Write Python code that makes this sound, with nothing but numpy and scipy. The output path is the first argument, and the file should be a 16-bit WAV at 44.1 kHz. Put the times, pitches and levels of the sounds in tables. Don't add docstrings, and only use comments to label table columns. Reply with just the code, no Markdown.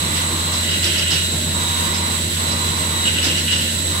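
import sys
import numpy as np
from scipy import signal
from scipy.fft import rfft, irfft
from scipy.io import wavfile

SR = 44100
rng = np.random.default_rng(int(sys.argv[2]) if len(sys.argv) > 2 else 0)


def transcribe(u):
    v = np.clip(np.atleast_2d(u).T, -1, 1)
    q = np.round(v * 32767).astype(np.int16)
    wavfile.write(sys.argv[1], SR, q)


N = 176400
TIME = np.arange(N) / SR
FREQS = np.fft.rfftfreq(N, 1 / SR)

SWELL_HZ, HUM_WAVER_HZ, WHINE_WAVER_HZ = 8.9, 5.6, 8
SPELL_RISE_S, SPELL_FALL_S = 0.069, 0.077


def amp(db):
    return 10 ** (np.asarray(db) / 20)


def read(points, hz):
    f, value = np.transpose(points)
    return np.interp(np.log(hz + 1), np.log(f + 1), value)


def level(points):
    return amp(np.interp(TIME, *np.transpose(points)))


def drift(rate_hz):
    lowpass = np.exp(-.5 * (FREQS / rate_hz) ** 2) * (FREQS > 0)
    x = irfft(rfft(rng.standard_normal(N)) * lowpass, N)
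    return x / x.std()


def pair(a, b, hz, pan_db):
    # frequency in Hz, left-right correlation before clipping.
    likeness = [(30, -0.6), (85, 1.2), (200, 4.4), (350, 0.85), (520, 0.84), (680, 0.25), (780, 0),
                (950, 0.15), (1100, -.5), (1220, -.5), (1400, -.22), (1700, -0.1), (1950, 0), (2200, -0.4),
                (2600, .15), (3300, -0.11), (3950, 0.18), (4400, 0.03), (8000, -.05), (14000, 0)]
    same = np.clip(read(likeness, hz), -1, 1)
    right = same * a + np.sqrt(1 - same ** 2) * b
    return np.array([a * amp(pan_db / 2), right * amp(-pan_db / 2)])


def noise(spectrum, pan_db=None):
    # frequency in Hz, default pan in dB.
    balance = [(60, -2.5), (350, -0.5), (680, 1.5), (1000, 1), (1500, -1.5), (2050, -4.5), (2600, 3.5),
               (3400, -2.5), (4600, -5.5), (7200, -4.5), (8300, 8), (9100, 0), (10500, 2), (14000, -0.5)]
    pan_db = read(balance, FREQS) if pan_db is None else pan_db
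    nearest_hz = np.clip(FREQS, spectrum[0][0], spectrum[-1][0])
    octaves_out = abs(np.log2((FREQS + 1) / (nearest_hz + 1)))
    white = pair(*rfft(rng.standard_normal((2, N))), FREQS, pan_db)
    x = irfft(white * amp(read(spectrum, FREQS) - 33 * octaves_out), N)
    return x / x.mean(0).std()


def tone(hz, db, waver, pan_db, waver_hz=WHINE_WAVER_HZ):
    steady = np.sqrt(1 - waver ** 2)
    a = steady + waver * (drift(waver_hz) + 1j * drift(waver_hz)) / np.sqrt(2)
    b = 1j * steady + waver * (drift(waver_hz) + 1j * drift(waver_hz)) / np.sqrt(2)
    carrier = np.exp(2j * np.pi * (hz * TIME + rng.random()))
    x = (pair(a, b, hz, pan_db) * carrier).real
    return amp(db) * x / x.mean(0).std()


def gate(rows, rise_s, fall_s):
    power = 0
    for start, end, db in rows:
        rise = np.clip((TIME - start) / rise_s, 0, 1)
        fall = np.exp(-np.maximum(TIME - end, 0) / fall_s)
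        power += (amp(db) * rise * fall) ** 2
    return np.sqrt(power)


def blows(rows, rise_s, fall_s):
    return gate([(s, s + rise_s, db) for s, db in rows], rise_s, fall_s)


def ventilation():
    # frequency in Hz, relative density in dB.
    roar_spectrum = [(20, -1), (35, -4.5), (58, -5), (75, -1), (110, 0), (135, -0.5), (175, 4), (250, 0),
                     (272, -2), (295, 1.5), (365, -1), (420, -7), (490, -4.5), (640, -5.5), (740, -13),
                     (870, -10.5), (1100, -6), (1250, -21), (1300, -13)]
    hiss_spectrum = [(1200, -14), (1400, -1.5), (1600, -2.5), (2000, 0.5), (2400, -5), (2750, 2.5),
                     (3400, 3), (3700, 4.5), (4180, 3), (4400, -1.5), (5400, -6), (6300, -3.5),
                     (7200, -4.5), (8800, -3), (10000, -6.5), (11800, -6), (13200, -12), (16000, -15)]
    whistle_spectrum = [(8650, -19), (8810, 4), (8950, -30), (11400, -24), (11680, 1), (11900, -25)]
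    roar = noise(roar_spectrum) * amp(-31 + 1.48 * drift(SWELL_HZ))
    hiss = noise(hiss_spectrum) * amp(-27.5 + 0.94 * drift(SWELL_HZ))
    return roar + hiss + noise(whistle_spectrum) * amp(-47.5)


def motors():
    # pitch in Hz, level in dB (buzz: relative to its noise), waver share, pan in dB.
    hum_tones = [(77.4, -45, .1, -1), (86.6, -28, 0.069, -2), (99.3, -49.5, .2, 3), (120, -49.5, 0.24, -5),
                 (155.2, -37.5, 0.34, 2), (164.2, -41, 0.24, -2), (203.6, -43.5, 0.28, 6.5),
                 (538, -60.5, 0.98, -1), (617, -50, 0.89, 22)]
    buzz_tones = [(1815, -11, 0.87, 0), (1950, -5.5, 0.95, 7), (2048, -6.5, 0.78, -15)]
    # frequency in Hz, relative density in dB.
    buzz_spectrum = [(1700, -35), (1900, -5), (1980, 1), (2060, 11.5), (2160, -2), (2300, 4)]
    # time in seconds, level in dB.
    drone_levels = [(0, -46), (.5, -38.5), (1.15, -57), (1.35, -32.5), (1.8, -40), (2.5, -37.5),
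                    (3.35, -36.5), (3.68, -34), (4, -54)]
    buzz_levels = [(0, -44.5), (.15, -37), (.4, -48), (.55, -42), (1.1, -38), (1.45, -48), (1.6, -44.5),
                   (2.1, -39.5), (2.3, -45), (2.6, -41.5), (3.3, -38.5), (3.8, -46), (4, -46)]
    hum = sum(tone(*row, HUM_WAVER_HZ) for row in hum_tones)
    drone = tone(hz=232.4, db=0, waver=.2, pan_db=0, waver_hz=HUM_WAVER_HZ)
    buzz = noise(buzz_spectrum, pan_db=-12.5) + sum(tone(*row) for row in buzz_tones)
    return hum + drone * level(drone_levels) + buzz * level(buzz_levels)


def clacks():
    # frequency in Hz, relative density in dB.
    spectrum = [(600, -12.5), (1500, -6), (2400, -4), (3400, 0.5), (4200, -0.5), (4750, -0.5), (5080, 3.5),
                (5350, 1), (5550, 0), (5950, -5), (6800, -5), (8500, -26), (15000, -29)]
    # start in seconds, level in dB.
    knocks = [(.145, -32), (.52, -29), (.69, -31), (.824, -23), (.85, -29), (.965, -24.5), (1.098, -21.5),
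              (1.125, -32), (1.93, -26), (2.5, -29.5), (2.74, -36), (3.224, -21.5), (3.255, -31),
              (3.36, -27), (3.505, -27), (3.548, -33)]
    return noise(spectrum, pan_db=-5.5) * blows(knocks, rise_s=.022, fall_s=0.043)


def servo_whine():
    # pitch in Hz, pan in dB.
    strong_tones = [(3835, -4), (4008, -12), (4058, 11)]
    # time in seconds, relative level in dB.
    curves = [
        [(0, -31.5), (.55, -33), (.75, -28), (.92, -45), (1.02, -34), (1.25, -24.5), (1.4, -31), (1.62, -27.5),
         (1.8, -25.5), (2.2, -38), (2.8, -35), (3.0, -24), (3.55, -42), (3.8, -34), (3.93, -28)],
        [(0, -24.5), (.2, -38), (.95, -30.5), (1.6, -37), (2.07, -29), (2.33, -33.5), (2.52, -26.5),
         (2.85, -31), (3.05, -33), (3.25, -41), (3.55, -27.5), (3.73, -31), (4, -35)],
        [(0, -49), (.15, -35), (.56, -26.5), (.92, -36.5), (1.4, -35), (1.75, -51), (2.1, -33), (2.55, -66),
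         (3.05, -37), (3.4, -29.5), (3.9, -41)],
    ]
    # pitch in Hz, relative level in dB, waver share, pan in dB.
    weak_tones = [(3710, -52, .7, 3), (3893, -46.5, .7, 0), (3956, -45.5, .6, -4), (4114, -46, .7, 3),
                  (7663, -43, .9, -9), (7775, -42, .9, -5), (7845, -45, .9, -9), (7963, -39, .8, -5),
                  (8187, -44, .9, -9)]
    strong = sum(tone(hz, db=-4.5, waver=.22, pan_db=pan_db) * level(curve)
                 for (hz, pan_db), curve in zip(strong_tones, curves))
    return strong + amp(-0.1) * sum(tone(*row) for row in weak_tones)


def servo_sizzle():
    # frequency in Hz, relative density in dB.
    spectrum = [(7300, -43), (7540, -20), (7640, 0.5), (7780, -4), (7900, 0), (7970, -3), (8070, -9),
                (8185, -12), (8260, -13), (8600, -35)]
    # start and end in seconds, pitch in Hz, level in dB.
    flares = [(2.76, 2.84, 8183, -31.5), (3.02, 3.073, 7667, -28), (3.828, 3.88, 7963, -32)]
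    pan_db = -8.5
    sizzle = noise(spectrum, pan_db) * amp(-30.5 - 0.4 * drift(SWELL_HZ))
    for start, end, hz, db in flares:
        envelope = gate([(start, end, 0)], rise_s=.022, fall_s=0.043)
        sizzle += tone(hz, db, waver=.22, pan_db=pan_db) * envelope
    return sizzle


def servo_wind_down():
    # time in seconds, pitch in Hz.
    glide = [(1.48, 3880), (1.57, 3845), (1.64, 3800), (1.8, 3790)]
    # start and end in seconds, level in dB.
    runs = [(1.48, 1.66, -33)]
    pitch_hz = np.interp(TIME, *np.transpose(glide))
    return np.sin(2 * np.pi * np.cumsum(pitch_hz) / SR) * gate(runs, SPELL_RISE_S, SPELL_FALL_S)


def whirring_motor():
    # frequency in Hz, relative density in dB.
    spectrum = [(550, -23), (800, -6), (850, -6.5), (920, -2), (1080, -5), (1190, 0.5), (1280, -8),
                (1450, -7), (1700, -18), (2000, -18), (2300, -9), (2700, -30)]
    # gear pitch in Hz, level in dB relative to the noise, waver share, pan in dB.
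    whirr_tones = [(1012, -10, .6, 0), (1079, -7, .5, -2), (1200, -13, .6, 2)]
    # start and end in seconds, whirr gain in dB, clear tone level in dB.
    spells = [(-.1, 0.59, -37, -48.5), (1.5, 2.127, -36.5, -40), (2.34, 3.013, -37, -46.5),
              (3.888, 4.1, -36, -44)]
    whirr = noise(spectrum) + sum(tone(*row) for row in whirr_tones)
    gear = tone(hz=959, db=0, waver=0.23, pan_db=10)
    motor = 0
    for start, end, whirr_db, gear_db in spells:
        envelope = gate([(start, end, 0)], SPELL_RISE_S, SPELL_FALL_S)
        motor += (amp(whirr_db) * whirr + amp(gear_db) * gear) * envelope
    return motor


def capping_arm():
    # frequency in Hz, relative density in dB.
    rasp_spectrum = [(1200, -29), (1450, -13.5), (1900, -17), (2350, -20), (2620, -8), (2800, -6),
                     (2920, 4), (3030, -13), (3170, -3.5), (3400, -14), (3700, -11.5), (4400, -22.5),
                     (7000, -26), (12000, -47)]
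    # start and end in seconds, level in dB.
    strokes = [(.63, .69, -33), (.685, .745, -25.5), (.825, .93, -26), (.945, 1.05, -25.5),
               (1.05, 1.185, -26), (1.19, 1.23, -35), (3.05, 3.09, -24.5), (3.14, 3.39, -26.5),
               (3.46, 3.655, -28), (3.505, 3.53, -25)]
    # multiple of the thud's pitch, relative density in dB.
    thud_shape = [(.45, -38), (.8, -2), (1, 2.5), (1.2, -5.5), (1.8, -15), (3.6, -17)]
    # start in seconds, pitch in Hz, level in dB.
    thuds = [(.3, 326, -33), (.84, 337, -28), (1.31, 238, -31), (3.23, 297, -27)]
    flutter = amp(1.95 * drift(rate_hz=40))
    arm = noise(rasp_spectrum, pan_db=0.1) * flutter * gate(strokes, rise_s=0.005, fall_s=0.042)
    for start, hz, thud_db in thuds:
        body = noise([(hz * multiple, db) for multiple, db in thud_shape])
        arm += body * blows([(start, thud_db)], rise_s=0.031, fall_s=0.074)
    return arm


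def scene():
    background = ventilation() + motors()
    servos = servo_whine() + servo_sizzle() + servo_wind_down()
    return background + servos + whirring_motor() + capping_arm() + clacks()


def record(dry):
    cutoff_hz = 15800
    lowpass = signal.firwin(801, cutoff_hz, window=("kaiser", 9), fs=SR)
    return signal.oaconvolve(dry, lowpass[None], "same")


dry = scene()
out = record(dry)
transcribe(out)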